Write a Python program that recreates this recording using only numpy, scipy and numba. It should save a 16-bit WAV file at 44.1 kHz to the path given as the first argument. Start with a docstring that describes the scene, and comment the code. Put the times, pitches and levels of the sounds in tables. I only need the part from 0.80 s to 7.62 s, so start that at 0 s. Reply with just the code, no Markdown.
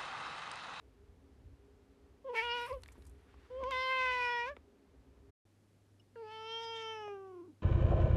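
"""An appliance rumbles in a carpeted room: coloured noise with a throbbing bass and two narrow drones.
A cat meows twice close by: pitched partials shaped by the mouth, with a rasp of air puffs. Between the calls
it rears up against a table: claws, paws and lips are short noise bursts, fur is patchy noise.
After a short silence a quieter room has a mains hum, a wavering sine under noise. The collar tag tinkles
once in two narrow bands, then the cat gives a long falling meow that widens into a yawn."""
import sys
import numpy as np
from scipy import signal
from scipy.fft import rfft, irfft
from scipy.io import wavfile
from scipy.ndimage import uniform_filter1d
from numba import njit

SR = 44100
rng = np.random.default_rng(int(sys.argv[2]) if len(sys.argv) > 2 else 0)


def to_wav(s):
    """Save 16-bit WAV."""
    ch = np.atleast_2d(s).T  # columns
    pcm = np.round(np.clip(ch, -1, 1) * 32767)  # PCM
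    wavfile.write(sys.argv[1], SR, pcm.astype(np.int16))


def natural_amplitude(level_db):
    """Convert a level in decibels to a linear amplitude factor, elementwise."""
    exponent = np.asarray(level_db, float) / 20
    return 10 ** exponent


N = 300762  # samples


def curve(table):
    """Columns of a (seconds, ..) table, drawn as straight lines with one value a sample."""
    seconds, *columns = np.transpose(table)
    return [np.interp(np.arange(N) / SR, seconds, column) for column in columns]


def level(x, db):
    """Scale to an rms level in dB."""
    return x * natural_amplitude(db) / np.sqrt(np.mean(x ** 2))


@njit
def svf(x, hz, width):
    """State-variable band-pass with a moving centre, gain 1 there."""
    y, b, l = np.empty(len(x)), 0., 0.
    for i in range(len(x)):
        g, k = np.tan(np.pi * hz[i] / SR), width / hz[i]
        v = (b + g * (x[i] - l)) / (1 + g * (g + k))
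        b, l, y[i] = 2 * v - b, l + 2 * g * v, k * v
    return y


def band(x, hz, width):
    """Band-pass at a fixed or moving centre."""
    return svf(x, hz + np.zeros(len(x)), 1. * width)


def steep(x, hz, width):
    """The band-pass twice, for dark valleys either side."""
    return band(band(x, hz, width), hz, width)


def walk(rate):
    """Random levels held 1 / rate seconds and slewed twice; spread near 1."""
    hold = int(SR / rate)
    steps = np.repeat(rng.standard_normal(N // hold + 1), hold)
    return 1.3 * uniform_filter1d(uniform_filter1d(steps, hold), hold)[:N]


def spell(a, b):
    """One between two times, with soft edges."""
    t = np.arange(N) / SR
    return np.clip(np.minimum(t - a, b - t) / .012, 0, 1)


def room_noise(spectrum, drones, db, throb_db):
    """Coloured noise whose bass throbs, with narrow drones on top."""
    hz, colour_db = np.transpose(spectrum)
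    f = np.arange(N // 2 + 1) * SR / N
    colour = natural_amplitude(np.interp(np.log(f + 1), np.log(hz), colour_db))
    noise = rfft(rng.standard_normal(N)) * colour
    bass = irfft(noise * (f < 150), N)
    throbbing = irfft(noise, N) + bass * (natural_amplitude(throb_db * walk(8.0)) - 1)
    tones = sum(level(steep(rng.standard_normal(N), c, w), d) for c, w, d in drones)
    return level(throbbing, db) + tones


# Carpeted room with a rumbling appliance. First part, each row: frequency in Hz, relative density in dB per Hz.
# Second part, each drone: centre in Hz, width of each filter pass in Hz, rms in dB. Last: rms of the noise in dB.
APPLIANCE_ROOM = [(15, -46.5), (25, -28), (64, 0.5), (81, -5), (108, -11.5), (156, -19.5), (270, -15),
                  (325, -19), (400, -16), (445, -17.5), (578, -25.5), (13000, -52.5)], [(273, 14, -74.5),
                  (404.4, 16, -74)], -60


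def appliance_room():
    """The rumble throbs strongly in the bass and fades out fast before the silence."""
    t = np.arange(N) / SR
    return np.clip((4.508 - t) / 0.009, 0, 1) * room_noise(*APPLIANCE_ROOM, throb_db=5.0)


# Vocal folds, one table a call. Each row: time in seconds, pitch in Hz, rms of the fundamental in dB.
FOLDS = [
    [(1.442, 560, -59), (1.454, 530, -44.5), (1.478, 544, -43.5), (1.502, 477, -40), (1.53, 502, -43),
     (1.554, 453, -43.5), (1.59, 448, -46.5), (1.618, 454, -48.5), (1.634, 481.5, -47), (1.714, 473, -45.5),
     (1.754, 488.7, -45), (1.806, 474, -48), (1.826, 484.3, -46), (1.858, 479, -49.5), (1.882, 532, -60.5),
     (1.918, 500, -37.5), (1.934, 574, -43.5), (1.974, 505, -46), (1.998, 500, -71)],
    [(2.7, 460, -52), (2.714, 505, -47), (2.754, 511, -43.5), (2.794, 536, -41.5), (2.822, 538, -41.5),
     (2.838, 486, -41.5), (2.89, 543, -41), (2.91, 545, -51), (2.934, 509, -45), (3.01, 517.3, -45.5),
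     (3.118, 521, -43.5), (3.218, 514.6, -45), (3.354, 497.5, -46.5), (3.534, 481.4, -46.5),
     (3.614, 475.4, -47.5), (3.655, 485, -47), (3.714, 597, -46), (3.73, 567, -50.5), (3.742, 570, -65)],
    [(5.356, 500, -49.5), (5.368, 458.6, -50.5), (5.416, 456.7, -48), (5.432, 435, -47.5), (5.5, 429, -55),
     (5.518, 440.2, -56.5), (5.652, 443, -52.5), (5.72, 452.8, -50.5), (5.83, 458.3, -50.5),
     (6.0, 449.5, -49.5), (6.148, 440.2, -50), (6.272, 413, -47), (6.328, 403, -45), (6.352, 395.4, -47.5),
     (6.48, 381, -52), (6.62, 342, -49), (6.655, 377, -57.5), (6.704, 297, -54), (6.72, 260, -67),
     (6.748, 265, -67.5)],
]


def fold_pitch(call):
    """Pitch and effort of the folds; the long call quavers as the breath runs out."""
    hz, first_db = curve(FOLDS[call])
    t = np.arange(N) / SR
    quaver = spell(6.5, 6.625) * np.cos(2 * np.pi * 33 * (t - 6.572))  # 33 a second
    return hz + 8 * quaver, first_db + 1.5 * quaver


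# The folds lose step. Each row: start in seconds, end in seconds, added scatter of the pitch as a share.
CREAKS = [(1.524, 1.551, .04), (1.547, 1.619, .01), (1.868, 1.904, .07), (2.8, 2.85, 0.04),
          (6.61, 6.737, 0.04)]


def fold_phase(hz):
    """Running count of fold cycles, slightly uneven throughout and more so in the creaks."""
    t = np.arange(N) / SR
    scatter = 0.0043 + sum(share * ((t > a) & (t < b)) for a, b, share in CREAKS)
    return np.cumsum(hz * (1 + uniform_filter1d(scatter, size=200) * walk(400))) / SR


# Mouth, one table a call. Each row: time in seconds, rms of the 2nd partial in dB, opening from 0 to 1,
# mouth resonance in Hz, its peak in dB.
MOUTH = [
    [(1.442, -66.5, 0.5, 3120, -100), (1.498, -46.5, 0.03, 3030, -65), (1.526, -52, .1, 2620, -91),
     (1.554, -44, .8, 2380, -49.5), (1.59, -38.5, 0.9, 2210, -37.5), (1.618, -43, 0.76, 2480, -47),
     (1.67, -44.5, .95, 2720, -48), (1.718, -42.5, 0.62, 2710, -39.5), (1.746, -42, 0.82, 2740, -48),
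     (1.858, -47, 0.84, 2470, -55), (1.886, -54.5, .4, 2680, -70), (1.914, -43, .15, 2300, -65),
     (1.946, -52.5, 0.4, 2700, -83), (1.998, -78, 0.2, 3180, -83)],
    [(2.698, -65, 0.3, 3067, -84), (2.782, -59, 0.14, 3048, -69.5), (2.838, -40.5, 0, 2976, -81),
     (2.866, -40, .02, 2967, -68), (2.906, -44, 0.2, 2850, -60), (2.918, -38, 0.86, 2990, -56),
     (3.018, -40, 0.99, 3092, -69), (3.12, -38, 0.99, 2660, -48), (3.218, -37.5, 0.93, 2570, -45),
     (3.36, -38, 0.93, 2480, -48), (3.53, -40, 0.74, 2390, -47.5), (3.6, -42, .8, 2385, -50),
     (3.646, -42.5, .6, 2380, -50), (3.685, -44.5, 0.75, 2600, -78), (3.742, -69, 0.6, 3123, -100)],
    [(5.356, -64.5, 0.27, 2780, -79), (5.388, -59, .2, 2736, -74.5), (5.436, -55.5, 0.5, 2300, -87),
     (5.524, -49, 0.87, 3100, -66), (5.704, -51, 1, 3120, -53), (5.836, -49, 0.95, 3250, -58),
     (6.012, -50.5, 1, 3070, -53.5), (6.124, -47.5, 0.98, 3040, -60), (6.248, -50, 0.75, 2770, -69.5),
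     (6.456, -62, 0.43, 2670, -90), (6.59, -70, 0.55, 2400, -90), (6.65, -79.5, 0.47, 2398, -100),
     (6.748, -91, .2, 2000, -100)],
]
# Against the 2nd partial, mouth shut: 4th partial in dB, shoulders in dB, rasp in dB.
SHUT_DB = -27.5, -39.5, -25.5
# The same with the mouth wide open, one row a call: 4th partial in dB, shoulders in dB, rasp in dB.
WIDE_DB = [(-19, -12.5, -10), (-2.5, -14.5, -16), (-13, -13.5, -19)]


def mouth_shape(call):
    """The wider the mouth, the more of the upper sound gets out; the yawn lifts the 4th partial."""
    second_db, opening, mouth_hz, peak_db = curve(MOUTH[call])
    opening = np.clip(opening, 0, 1)
    fourth_db, shoulder_db, rasp_db = (
        second_db + shut + opening * (wide - shut) for shut, wide in zip(SHUT_DB, WIDE_DB[call]))
    t = np.arange(N) / SR
    # the jaw stretches on a slope of 22 dB in 0.86 s, which the call's end cuts short
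    fourth_db = fourth_db + 22 * np.clip((t - 6.02) / (6.88 - 6.02), 0, 1)
    return second_db, opening, mouth_hz, peak_db, fourth_db, shoulder_db, rasp_db


# Tract, one row a call: mouth resonance width in Hz, shoulder edge in Hz, throat ring at the start in Hz,
# ring once open in Hz, ring width in Hz, flutter in dB (before its weight for each partial),
# phase step between partials in radians.
TRACT = [(700, 4000, 4450, 5070, 1160, 1.4, 1.4), (750, 4170, 4600, 5300, 670, 1.8, 2.6),
         (700, 3180, 4100, 5640, 1240, 1.76, 1.23)]


def throat_ring_hz(call):
    """The throat ring glides from its starting pitch towards its open one."""
    _, _, shut_hz, open_hz, _, _, _ = TRACT[call]
    since = np.maximum(np.arange(N) / SR - FOLDS[call][0][0], 0)
    return open_hz + (shut_hz - open_hz) * np.exp(-since / 0.27)


# Third partial, one table a call. Each row: time in seconds, rms in dB.
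THIRD = [
    [(1.442, -90), (1.474, -69), (1.526, -75), (1.554, -52), (1.59, -57), (1.67, -45), (1.826, -45),
     (1.858, -52), (1.886, -66), (1.998, -84)],
    [(2.698, -76), (2.818, -73), (2.838, -56), (2.88, -69), (2.906, -65), (2.915, -47.5), (3.018, -45.5),
     (3.12, -40), (3.33, -44.5), (3.53, -47), (3.646, -52.5), (3.69, -46), (3.742, -69)],
    [(5.356, -63.5), (5.416, -74), (5.48, -63), (5.6, -56.5), (5.876, -56.5), (5.972, -57), (6.06, -54.5),
     (6.248, -55), (6.456, -62.5), (6.588, -64), (6.648, -73), (6.748, -92)],
]
# Throat ring, one table a call. Each row: time in seconds, peak in dB.
RING = [
    [(1.52, -104), (1.6, -67), (1.67, -84), (1.718, -54), (1.75, -68), (1.83, -62), (1.95, -100)],
    [(2.78, -110), (2.93, -68), (3.04, -63), (3.218, -102), (3.36, -72), (3.42, -63), (3.62, -63.5),
     (3.7, -100)],
    [(5.39, -86), (5.5, -79), (5.6, -74), (5.72, -65.5), (5.88, -64.5), (5.97, -69.5), (6.03, -65),
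     (6.25, -78.5), (6.456, -104)],
]
# Strong and weak pulses alternate. Each row: start in seconds, end in seconds, depth from 0 to 1.
DOUBLING = [(1.55, 1.625, .25), (1.87, 1.93, .4), (5.96, 6.027, 0.08)]


def partials(call, hz, first_db, phase, shape, ring_hz):
    """Sixteen harmonics of the folds, weighted by mouth, shoulders and throat ring."""
    second_db, _, mouth_hz, peak_db, fourth_db, shoulder_db, _ = shape
    mouth_width, shoulder_hz, _, _, ring_width, flutter_db, phase_step = TRACT[call]
    (third_db,), (ring_db,) = curve(THIRD[call]), curve(RING[call])
    # the mouth resonance has a wider skirt, 1300 Hz, at the 4th partial
    fourth = natural_amplitude(fourth_db) + natural_amplitude(peak_db) / (1 + (2 * (4 * hz - mouth_hz) / 1300) ** 4)
    # alternating pulses split the upper partials
    depth = sum(share * spell(a, b) for a, b, share in DOUBLING)
    uneven = 1 + depth * np.cos(np.pi * phase)
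    out = natural_amplitude(first_db) * np.cos(2 * np.pi * phase)
    for k in range(2, 17):
        f = k * hz
        peak = natural_amplitude(peak_db) / (1 + (2 * (f - mouth_hz) / mouth_width) ** 4)
        shoulders = natural_amplitude(shoulder_db) / (1 + (f / shoulder_hz) ** 10)
        ring = natural_amplitude(ring_db) / (1 + (2 * (f - ring_hz) / ring_width) ** 4)
        gain = {2: natural_amplitude(second_db), 3: natural_amplitude(third_db), 4: fourth}.get(k, peak + shoulders + ring)
        # small moves of tongue and head make each partial flutter on its own, the high ones most
        flutter = min(.35 * (k - 1), 2.2) * (.9 * walk(22) + .35 * walk(7))
        gain = gain * natural_amplitude(flutter_db * flutter)
        if k > 4:
            gain = gain * uneven
        out += gain * np.cos(2 * np.pi * k * phase + phase_step * (k - 2))
    return np.sqrt(2) * out  # makes the partial levels rms


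# Hoarser and clearer spells. Each row: start in seconds, end in seconds, change of the rasp in dB
# (the high rasp takes 0.96 of it).
HOARSE = [(1.53, 1.6, 2), (1.87, 1.922, 11), (3.033, 3.191, -5.5), (3.205, 3.249, 2), (3.331, 3.379, 0.5),
          (3.676, 3.713, 1), (5.82, 5.86, 11), (5.95, 6.04, 10), (6.07, 6.45, -6)]
# Strength beside the rasp in the mouth resonance, one row a call: low rasp as a share, high rasp as a share.
RASP_SHARES = [(0.62, 0.43), (.1, 0.49), (0.51, 0.61)]


def breath_rasp(call, hz, phase, mouth_hz, ring_hz, rasp_db):
    """Air puffs once a fold cycle, heard low, in the mouth resonance and in the throat ring."""
    low_share, high_share = RASP_SHARES[call]
    hoarse_db = sum(db * spell(a, b) for a, b, db in HOARSE)
    puffs = .6 + np.cos(np.pi * phase) ** 2
    air = rng.standard_normal(N) * puffs * natural_amplitude(1.5 * walk(45))
    body = band(steep(air, mouth_hz, 1500), mouth_hz, 1500) + low_share * steep(air, 4.5 * hz, 700)
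    high = high_share * level(steep(air, ring_hz, 2200), 0)
    rasp = level(body, 0) * natural_amplitude(hoarse_db) + high * natural_amplitude(0.96 * hoarse_db)
    return air, rasp * natural_amplitude(rasp_db)


def teeth_hiss(air, second_db, opening):
    """The thin hiss at the teeth follows the steady effort of the open mouth."""
    hiss = steep(air, 7000, 1600) + 3.0 * steep(air, 10300, 1600) + 1.8 * steep(air, 11000, 1800)
    return level(hiss, -35) * natural_amplitude(second_db) * opening ** 3


def meow(call):
    """One call: fold partials, rasp and hiss, let through between its first and last moment."""
    hz, first_db = fold_pitch(call)
    phase = fold_phase(hz)
    shape = mouth_shape(call)
    second_db, opening, mouth_hz, _, _, _, rasp_db = shape
    ring_hz = throat_ring_hz(call)
    tone = partials(call, hz, first_db, phase, shape, ring_hz)
    air, rasp = breath_rasp(call, hz, phase, mouth_hz, ring_hz, rasp_db)
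    hiss = teeth_hiss(air, second_db, opening)
    t = np.arange(N) / SR
    gate = np.clip(np.minimum(t - FOLDS[call][0][0], FOLDS[call][-1][0] - t) / 0.0046, 0, 1)
    return gate * (tone + rasp + hiss)


# Fur and paws on the move. Each row: time in seconds, dull shuffle in dB, bright swish in dB.
RUSTLE = [(1.5, -83.5, -102), (1.57, -71, -66), (1.68, -71, -81), (1.85, -68, -64.5), (1.96, -78, -81.5),
          (2.15, -74, -82.5), (2.33, -79, -86.5), (2.6, -71, -99), (2.95, -70, -99)]


def rustle():
    """Patchy friction noise: a dull shuffle on the carpet and a grainy swish of fur."""
    shuffle_db, swish_db = curve(RUSTLE)
    t = np.arange(N) / SR
    moving = (t > RUSTLE[0][0]) & (t < RUSTLE[-1][0])
    shuffle = steep(rng.standard_normal(N), 1300, 2200) * natural_amplitude(2.2 * walk(60))
    grain = natural_amplitude(2.5 * walk(250) + 2.1 * walk(30))
    swish = steep(rng.standard_normal(N), 10000, 8300) * grain
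    return moving * (level(shuffle, 0) * natural_amplitude(shuffle_db) + level(swish, 0) * natural_amplitude(swish_db))


def clicks(table):
    """Each a short noise burst whose treble comes first and whose body follows lower."""
    out, t = np.zeros(N), np.arange(2048) / SR
    for s, db, hz, width, ring_ms in table:
        decay = 1000. ** (-t / (ring_ms / 1000))  # falls 60 dB in the ring time
        blow = rng.standard_normal(len(t)) * (1 - np.exp(-t / 0.0012)) * decay
        # broad bursts sink in pitch, narrow rings hold
        centre = np.minimum(hz + 0.5 * width * np.exp(-t / 0.00046), SR / 3)
        burst = steep(blow, centre, width)
        i = int((s - .001) * SR)
        out[i:i + len(t)] += natural_amplitude(db) * burst / np.abs(burst).max()
    return out


# Claws and collar. Each row: time in seconds, peak in dB, settled centre in Hz, width of each filter pass in Hz,
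# ring in ms.
TICKS = [(1.929, -54, 4280, 1210, 7.1), (2.022, -56.5, 7000, 6100, 4), (2.035, -41.5, 2670, 6000, 8.8),
         (2.060, -48, 1775, 2200, 8.8), (2.081, -53.5, 7000, 8000, 8.7), (2.087, -47.5, 2300, 1500, 8.9),
         (2.120, -58.5, 8000, 7000, 47), (2.222, -57, 3460, 6000, 17), (2.253, -59, 6950, 8000, 12),
         (2.266, -58, 7760, 9000, 54), (2.296, -57.5, 8500, 6000, 21)]


def claw_ticks():
    """Bright ticks, each with a softer body from the wood under the claw."""
    wood = [(s, db - 8.5, 970, 1100, ring_ms) for s, db, _, _, ring_ms in TICKS]
    return clicks(TICKS + wood)


# Paws on wood and carpet. Each row: time in seconds, peak in dB, settled centre in Hz,
# width of each filter pass in Hz, ring in ms.
THUDS = [(2.155, -54, 500, 600, 27), (2.180, -49.5, 238, 304, 62), (2.828, -45, 260, 250, 25),
         (3.77, -45, 376, 500, 8.4), (2.541, -55, 900, 900, 12), (6.279, -43, 442, 700, 12)]


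def paw_thuds():
    """Soft paws land as low, dull bursts."""
    return clicks(THUDS)


# Lips parting and closing, and last a soft throat onset. Each row: time in seconds, peak in dB, settled centre
# in Hz, # width of each filter pass in Hz, ring in ms.
SMACKS = [(2.838, -42, 1800, 2200, 9.4), (2.910, -33.5, 1770, 3500, 6.4), (3.767, -41, 1160, 1300, 8.7),
          (5.356, -56, 1520, 500, 20)]


def mouth_clicks():
    """Lips click in the middle of the spectrum; a soft throat click opens the long call."""
    return clicks(SMACKS)


# Quieter room. First part, each row: frequency in Hz, relative density in dB per Hz.
# Second part: drones, none here. Last: rms of the noise in dB.
HUM_ROOM = [(15, -57), (25, -11.5), (48, -12), (103, -9), (152, -9.5), (257, -6.5), (1030, -25.5),
            (11400, -38), (13000, -43)], [], -70.5


def hum_room():
    """A mains hum of wavering level over gentle noise, coming in abruptly after the silence."""
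    t = np.arange(N) / SR
    hum = level(np.sin(2 * np.pi * 100.6 * t) * natural_amplitude(1.3 * walk(12)), -69)
    return np.clip((t - 4.652) / 0.0013, 0, 1) * (hum + room_noise(*HUM_ROOM, throb_db=1.0))


def collar_tag():
    """The tag tinkles once: two narrow metal modes struck together."""
    return clicks([(5.196, -64.5, 2900, 180, 24), (5.196, -69.5, 5300, 180, 24)])


def add_echo(cat):
    """A short dull echo: band-passed noise falling 60 dB in 0.16 s, 22 dB down in energy."""
    tail = np.arange(SR // 3) / SR
    echo = band(rng.standard_normal(len(tail)), 1100, 3500)
    echo = echo * 1000. ** (-tail / .16) * (tail > .003)
    echo = echo / np.sqrt(np.sum(echo ** 2))
    return cat + natural_amplitude(-22) * signal.fftconvolve(cat, echo)[:N]


def scene():
    """The cat with its echo, over one room and then the other."""
    calls = sum(meow(call) for call in range(len(FOLDS)))
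    small_sounds = rustle() + claw_ticks() + paw_thuds() + mouth_clicks() + collar_tag()
    cat = add_echo(calls + small_sounds)
    return (cat + appliance_room() + hum_room())[None]


def low_pass(x):
    """Removes everything above the highest recorded frequency."""
    return signal.sosfilt(signal.butter(12, 13200, fs=SR, output="sos"), x)


def record(dry):
    """The finished mix as the phone keeps it."""
    return low_pass(dry)


dry = scene()
out = record(dry)
to_wav(out)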